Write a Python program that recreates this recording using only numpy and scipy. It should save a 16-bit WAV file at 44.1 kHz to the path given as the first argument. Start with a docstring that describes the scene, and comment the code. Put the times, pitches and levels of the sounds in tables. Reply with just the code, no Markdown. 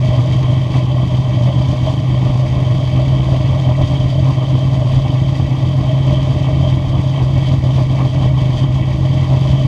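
"""A V8 dirt-track racer rolling at about 2000 rpm, heard from its open cockpit.
Barely on the throttle, the engine lopes: cylinders fire hard and soft on alternate cycles, and
the gas pulses make the pipes boom, rasp and bark. Valves and timing gears clatter in step with
the crank, panels rattle over the ruts and the tyres rumble underneath.
A faint whine dies away early; a steady high hiss lies in the background."""
import sys
import numpy as np
from scipy import signal
from scipy.fft import rfft, irfft
from scipy.io import wavfile
from scipy.ndimage import uniform_filter1d, minimum_filter1d

SR = 44100
rng = np.random.default_rng(int(sys.argv[2]) if len(sys.argv) > 2 else 0)


def transcribe(u):
    """Save the signal u as a 16-bit wav file named by the first command-line argument.

    u: samples, shape (n,) or (channels, n), limited to [-1, 1]; the rate is SR.
    q: integer samples, one column per channel.
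    """
    v = np.clip(np.atleast_2d(u).T, -1, 1)
    q = np.round(v * 32767).astype(np.int16)
    wavfile.write(sys.argv[1], SR, q)


N = 426447
T = np.arange(N) / SR

# Engine speed: time_s, firing_hz
FIRING_RATE = [(0, 125), (0.6, 128.3), (1.4, 126), (1.7, 127.4), (2.8, 128.4), (3.17, 131), (3.8, 129.9),
               (4.35, 131.7), (4.8, 130), (5.05, 131.7), (5.45, 131.6), (6.35, 133.9), (6.9, 130.6),
               (7.4, 132.9), (7.8, 130.4), (8.6, 130.1), (9.15, 132.6), (9.67, 131.6)]
# Eight cylinders in firing order: strength_db
CYLINDER_DB = [1.4, 0.17, -0.84, 1, -1.2, -.6, 0.7, -0.52]
# Engine pull: time_s, pull_db
ENGINE_PULL = [(0, 0.5), (0.65, -0.6), (1.2, -1), (1.6, -0.2), (2.05, -1.4), (2.5, 0.4), (3.3, -0.5),
               (3.75, 0.9), (4.25, -1), (5.1, 0), (5.45, -2.0), (6.15, 0.2), (6.6, 0.1), (6.9, -0.8),
               (8.1, 0), (8.85, -1.45), (9.3, 0.1), (9.67, 0.4)]
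# Runs of weak burns: centre_s, pull_db
WEAK_BURNS = [(.67, -2), (.88, -2), (2.04, -2), (6.8, -2.5), (7.6, -2.5), (7.87, -2.5), (8.1, -1),
              (8.34, -2), (8.69, -2.5), (8.97, -1.5)]
# Runs of hard burns: centre_s, rasp_db, howl_db
EXHAUST_BARKS = [(0.13, 1.5, 9), (0.25, -1, 5), (0.44, 5.5, -4), (0.76, 5, 0), (0.96, -0.5, 7.5),
                 (1.39, -2, 8), (1.49, 2.9, 10), (1.88, 6, 11.5), (2.28, 4, -1), (3.0, 1.6, 9),
                 (3.34, 3, 10.5), (3.71, 4.5, 5.5), (3.81, 3.5, 5), (4.2, -6, 9.5), (4.43, 3.1, 2.9),
                 (4.82, 2, 10.5), (5.91, -2, 11), (6.13, -0.5, 11), (6.5, 1.9, 4.5), (6.67, 1, 10.5),
                 (7.21, 4, -5), (7.79, 3, 3), (8.0, 8, -4), (8.23, 6.5, 3.5)]
# Deep end of the lope: time_s, gain_db
LOPE_BASS = [(0, 2.5), (1, -6.5), (1.7, -6), (3.2, 0), (3.6, -0.5), (9.67, 0.5)]
# Exhaust pipe response: freq_hz, gain_db
PIPE_EQ = [(20, -37), (40, -15), (60, -5), (85, -2.5), (115, 2.5), (136, -4.5), (160, -2.5), (215, -16.5),
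           (270, -9.5), (325, -12), (380, -32.5), (520, -29), (900, -36.5), (3000, -110)]
# Turbulent gas spectrum: freq_hz, gain_db
GAS_EQ = [(120, -39.5), (260, 5.5), (420, 1.5), (520, -1.5), (700, 1.5), (820, 2.5), (930, -1.5), (1050, 3),
          (1190, -2.5), (1290, -15), (1500, -19), (3000, -18), (9000, -84)]
# Valves seating: cycle_fraction, level_db
VALVE_TICKS = [(0.068, -0.5), (.15, -12), (.24, -4), (.39, -4), (0.558, -2), (.74, 0), (0.902, -12)]
# Engine casing response: freq_hz, gain_db
CASING_EQ = [(500, -25), (1500, -12.5), (1900, -4.5), (2500, -5), (2850, -8), (3600, -1), (4100, -8),
             (5300, -11), (6500, -11.5), (7100, -17.5), (8200, -20), (9300, -28), (12500, -35),
             (15000, -45)]
# Valve cover resonances: freq_hz, width_hz, lift_db
COVER_PEAKS = [(1360, 110, 6.5), (3000, 98, -5.5), (4687, 220, 9.5), (11000, 500, 4)]
# Timing gear knocks: cycle_fraction, level_db
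GEAR_KNOCKS = [(.14, 4.5), (0.229, -7), (0.348, -4), (.46, -8), (.53, -7.5), (0.668, 0), (.81, -6.5),
               (.92, -4.5)]
# Gear housing resonances: freq_hz, base_width_hz, gain_db
HOUSING_MODES = [(3140, 120, 5), (3247, 34, 0), (3340, 35, -0.5)]
# Body panel resonances: freq_hz, base_width_hz, gain_db
PANEL_MODES = [(1957, 120, -1.5), (2249, 60, 2), (2626, 100, -3)]
# Jolts from ruts: centre_s, thud_db, clatter_db
RUT_JOLTS = [(.07, 8, 2), (.32, 1, 2), (.76, -5, 2.5), (1.46, 4, 1.5), (1.87, 7.5, 3), (2.28, 5, 2),
             (2.63, 0, 0.5), (3.82, 7, 1.5), (4.12, 0, 2), (4.97, 9, 2), (6.12, 5.5, 2.5), (6.7, 1.5, 3),
             (7.48, -2, 3), (7.79, -3, 3.5), (7.98, 12, 2.5), (8.24, 16, 3.5), (8.41, -8, 3),
             (8.59, 4, 2.5), (9.52, 14.5, 3)]
# Tyre rumble spectrum: freq_hz, gain_db
TYRE_EQ = [(12, -15.5), (25, -24), (40, 10), (60, -1), (90, 17), (120, 2), (180, 5.5), (300, -16.5),
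           (800, -51.5), (4000, -100)]
# Background hiss spectrum: freq_hz, gain_db
HISS_EQ = [(1000, -10), (5000, 0), (9000, -6), (12500, -10), (15000, -17)]


def combustion(cycles, alternation=0.65, scatter_db=2.5, jitter_s=0.00058):
    """Firing times and sizes; gas left by a burn pushes that cylinder's next burn the other way."""
    count = len(CYLINDER_DB)
    times_s = crank_times(cycles, np.arange(count) / count)
    chance = rng.standard_normal((len(times_s), 2, count))
    burn = unit(signal.lfilter([1], [1, alternation], chance[:, 0], axis=0))
    # A charge burns no better than fully, so sizes level off.
    sizes = undb(np.array(CYLINDER_DB) + scatter_db * unit(np.tanh(burn)))
    return (times_s + jitter_s * chance[:, 1]).ravel(), (sizes / sizes.mean()).ravel()


def exhaust_drone(cycles, pull_db, level_db=-13, surge_db=-0.2, flutter_db=1.2, octave_db=-24):
    """The even part of the exhaust flow: a deep, nearly pure firing tone, wobbling with the crank."""
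    phase_rad = 2 * np.pi * len(CYLINDER_DB) * cycles + 0.47 * waver(26)
    tone = unit(np.sin(phase_rad) + undb(octave_db) * np.sin(2 * phase_rad))
    return tone * undb(level_db + pull_db + surge_db * surge(cycles) + flutter_db * waver(18))


def exhaust_lope(times_s, sizes, rev_hz, level_db=-18, deep_hz=85, bright_hz=310, bright_db_per_hz=0.5):
    """Firings above or below average thump through the pipes, brighter as the engine speeds up."""
    thumps = steady(colour(pulses(times_s, sizes - 1), PIPE_EQ), span_s=0.27, share=1)
    deep = signal.sosfiltfilt(signal.butter(4, deep_hz, fs=SR, output="sos"), thumps)
    bright = signal.sosfiltfilt(signal.butter(4, bright_hz, "high", fs=SR, output="sos"), thumps)
    deep_shelf = deep * (undb(curve(LOPE_BASS)) - 1)
    bright_shelf = bright * (undb(bright_db_per_hz * rev_hz) - 1)
    return (thumps + deep_shelf + bright_shelf) * undb(level_db)


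def exhaust_rasp(firings, rev_hz, lift_db, level_db=-31, flutter_db=0.83, ease_db_per_hz=0.09):
    """A puff of turbulent gas follows each firing, a little softer at higher engine speed."""
    gas = unit(colour(noise_puffs(firings, decay_s=0.012), GAS_EQ))
    return gas * undb(level_db + lift_db - ease_db_per_hz * rev_hz + flutter_db * waver(25))


def header_howl(cycles, firings, lift_db, pitch_hz=612, width_hz=58, level_db=-31.5, throb=0.47):
    """Gas puffs ring the header pipe; it throbs with the lope and holds through a bark."""
    header = ring(noise_puffs(firings, decay_s=0.013), pitch_hz, width_hz, width_hz)
    swell = np.maximum(undb(lift_db) + throb * surge(cycles), 0)
    return steady(header, span_s=0.045, share=0.97) * swell * undb(level_db)


def valve_clatter(cycles, shake_db, hiss_db=1, level_db=-41):
    """Valve ticks and engine hiss sound through the casing and covers."""
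    seatings = strikes(cycles, VALVE_TICKS, scatter_db=4, jitter_s=0.00067)
    drive = noise_puffs(seatings, decay_s=0.0094) + undb(hiss_db) * rng.standard_normal(N)
    return unit(colour(drive, CASING_EQ, COVER_PEAKS)) * undb(level_db + 0.99 * shake_db)


def gear_chatter(cycles, shake_db, level_db=-39.5):
    """The cam loads the timing gears; each knock is a buzz of teeth that rings the housing."""
    knocks = strikes(cycles, GEAR_KNOCKS, scatter_db=2, jitter_s=0.0016)
    buzz = noise_puffs(knocks, decay_s=0.017)
    return modes(buzz, HOUSING_MODES, skirt_ratio=4.5) * undb(level_db + 1.3 * shake_db)


def panel_rattle(shake_db, burst_db=2, level_db=-43, count=6000):
    """Loose sheet-metal panels tap the frame in short bursts."""
    taps = pulses(rng.uniform(0, T[-1], count), rng.uniform(-1.1, 1, count))
    taps *= undb(burst_db * waver(45))
    return modes(taps, PANEL_MODES, skirt_ratio=3.3) * undb(level_db + shake_db)


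def tyre_rumble(thud_db, level_db=-28.5, uneven_db=5):
    """Tyres shake the frame over lumpy dirt and thud in the ruts."""
    roll = steady(colour(rng.standard_normal(N), TYRE_EQ), span_s=0.022, share=0.28)
    return roll * undb(level_db + thud_db + uneven_db * np.tanh(waver(25)))


def whine(pitch_hz=1052, slide_hz=28, rough_hz=24, level_db=-44.5, flicker_db=4,
          hold_s=1.7, fade_db_per_s=42):
    """A thin, rough tone that slides, flickers and fades."""
    freq_hz = pitch_hz + slide_hz * waver(11) + rough_hz * waver(160)
    tone = unit(np.sin(2 * np.pi * np.cumsum(freq_hz) / SR))
    fade_db = fade_db_per_s * np.maximum(T - hold_s, 0)
    return tone * undb(level_db - fade_db + flicker_db * waver(40))


def background_hiss(level_db=-61):
    """Steady, faint high hiss."""
    return unit(colour(rng.standard_normal(N), HISS_EQ)) * undb(level_db)


def undb(db):
    """Decibels to gain."""
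    return 10 ** (np.asarray(db) / 20)


def unit(x):
    """Scale to rms 1."""
    return x / np.sqrt(np.mean(x ** 2))


def curve(table):
    """Join (time_s, value) rows by straight lines."""
    return np.interp(T, *np.transpose(table))


def swells(table, half_s):
    """Bell curves around the event times, one track per value column."""
    centres_s, *columns = np.transpose(table)
    bells = np.exp(-np.minimum(((T - centres_s[:, None]) / half_s) ** 2, 20))
    return [column @ bells for column in columns]


def waver(rate_hz):
    """Smooth random drift, rms 1."""
    step = int(SR / rate_hz)
    held = np.repeat(rng.standard_normal(N // step + 1), step)[:N]
    return unit(uniform_filter1d(uniform_filter1d(held, step), step))


def surge(cycles):
    """A swell every other engine cycle, drifting in and out of step."""
    return np.sin(np.pi * cycles + 1.5 * waver(4))


def crank_times(cycles, fractions):
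    """Times at which the crank passes each cycle fraction; one row per cycle."""
    return np.interp(np.arange(int(cycles[-1]) + 1)[:, None] + fractions, cycles, T)


def pulses(times_s, sizes):
    """One click of the given size at each time."""
    inside = (times_s > 0) & (times_s < T[-1])
    return np.bincount((times_s[inside] * SR).astype(int), sizes[inside], N)


def strikes(cycles, table, scatter_db, jitter_s):
    """Crank-timed blows with jitter and bounded level scatter."""
    fractions, levels_db = np.transpose(table)
    times_s = crank_times(cycles, fractions)
    chance = rng.standard_normal((len(times_s), 2, len(fractions)))
    sizes = undb(levels_db + scatter_db * unit(np.tanh(chance[:, 1])))
    return pulses((times_s + jitter_s * chance[:, 0]).ravel(), sizes.ravel())


def noise_puffs(clicks, decay_s):
    """Each click opens a decaying burst of noise."""
    envelope = unit(signal.lfilter([1], [1, -np.exp(-1 / (decay_s * SR))], clicks))
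    return envelope * rng.standard_normal(N)


def colour(x, outline, peaks=()):
    """Minimum-phase filter: an EQ outline plus resonant peaks."""
    size = 2 ** 19
    freq_hz = np.arange(size // 2 + 1) * SR / size
    outline_hz, outline_db = np.transpose(outline)
    gain_db = np.interp(np.log(freq_hz + 1), np.log(outline_hz), outline_db)
    for centre_hz, width_hz, lift_db in peaks:
        gain_db += lift_db / (1 + (2 * (freq_hz - centre_hz) / width_hz) ** 2)
    cepstrum = irfft(gain_db * np.log(10) / 20)
    cepstrum[1:size // 2] *= 2
    cepstrum[size // 2 + 1:] = 0
    return irfft(rfft(x, size) * np.exp(rfft(cepstrum)))[:N]


def ring(x, freq_hz, width_hz, skirt_hz):
    """One resonance; a second band-pass steepens its skirts."""
    for band_hz in (width_hz, skirt_hz):
        x = signal.lfilter(*signal.iirpeak(freq_hz, freq_hz / band_hz, fs=SR), x)
    return x


def modes(x, table, skirt_ratio):
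    """Parallel resonances; soft contacts keep their skirts steep."""
    return unit(sum(undb(gain_db) * ring(x, freq_hz, width_hz, skirt_ratio * width_hz)
                    for freq_hz, width_hz, gain_db in table))


def steady(x, span_s, share):
    """Even out a share of a sound's own swelling."""
    power = uniform_filter1d(unit(x) ** 2, int(span_s * SR)) + 1e-3
    return unit(x / power ** (share / 2))


def scene():
    """One crank times exhaust, valves and gears; engine pull and ruts shake the car."""
    firing_hz = curve(FIRING_RATE)
    rev_hz = firing_hz - firing_hz.mean()
    cycles = np.cumsum(firing_hz) / len(CYLINDER_DB) / SR
    times_s, sizes = combustion(cycles)
    firings = pulses(times_s, sizes)
    pull_db = curve(ENGINE_PULL) + swells(WEAK_BURNS, half_s=0.035)[0]
    rasp_db, howl_db = swells(EXHAUST_BARKS, half_s=0.023)
    thud_db, clatter_db = swells(RUT_JOLTS, half_s=0.037)
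    shake_db = pull_db + clatter_db
    exhaust = (exhaust_drone(cycles, pull_db)
               + exhaust_lope(times_s, sizes, rev_hz)
               + exhaust_rasp(firings, rev_hz, pull_db + rasp_db)
               + header_howl(cycles, firings, 2 * pull_db + howl_db))
    metal = (valve_clatter(cycles, shake_db + 0.8 * waver(22))
             + gear_chatter(cycles, shake_db + 1.27 * waver(22))
             + panel_rattle(shake_db - 0.36 * waver(22)))
    return (exhaust + metal + whine() + tyre_rumble(thud_db) + background_hiss())[None]


def record(dry, ceiling=0.8, hold_s=0.0091, fade_s=0.002, cutoff_hz=15200):
    """A limiter ducks the highest peaks; the ends fade and the top treble is cut."""
    size = int(hold_s * SR)
    duck = ceiling / np.maximum(np.abs(dry), ceiling)
    gain = uniform_filter1d(minimum_filter1d(duck, size), size)
    fade = np.minimum(np.minimum(T, T[-1] - T) / fade_s, 1)
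    lowpass = signal.ellip(8, 0.2, 70, cutoff_hz, fs=SR, output="sos")
    return signal.sosfilt(lowpass, dry * gain * fade)


dry = scene()
out = record(dry)
transcribe(out)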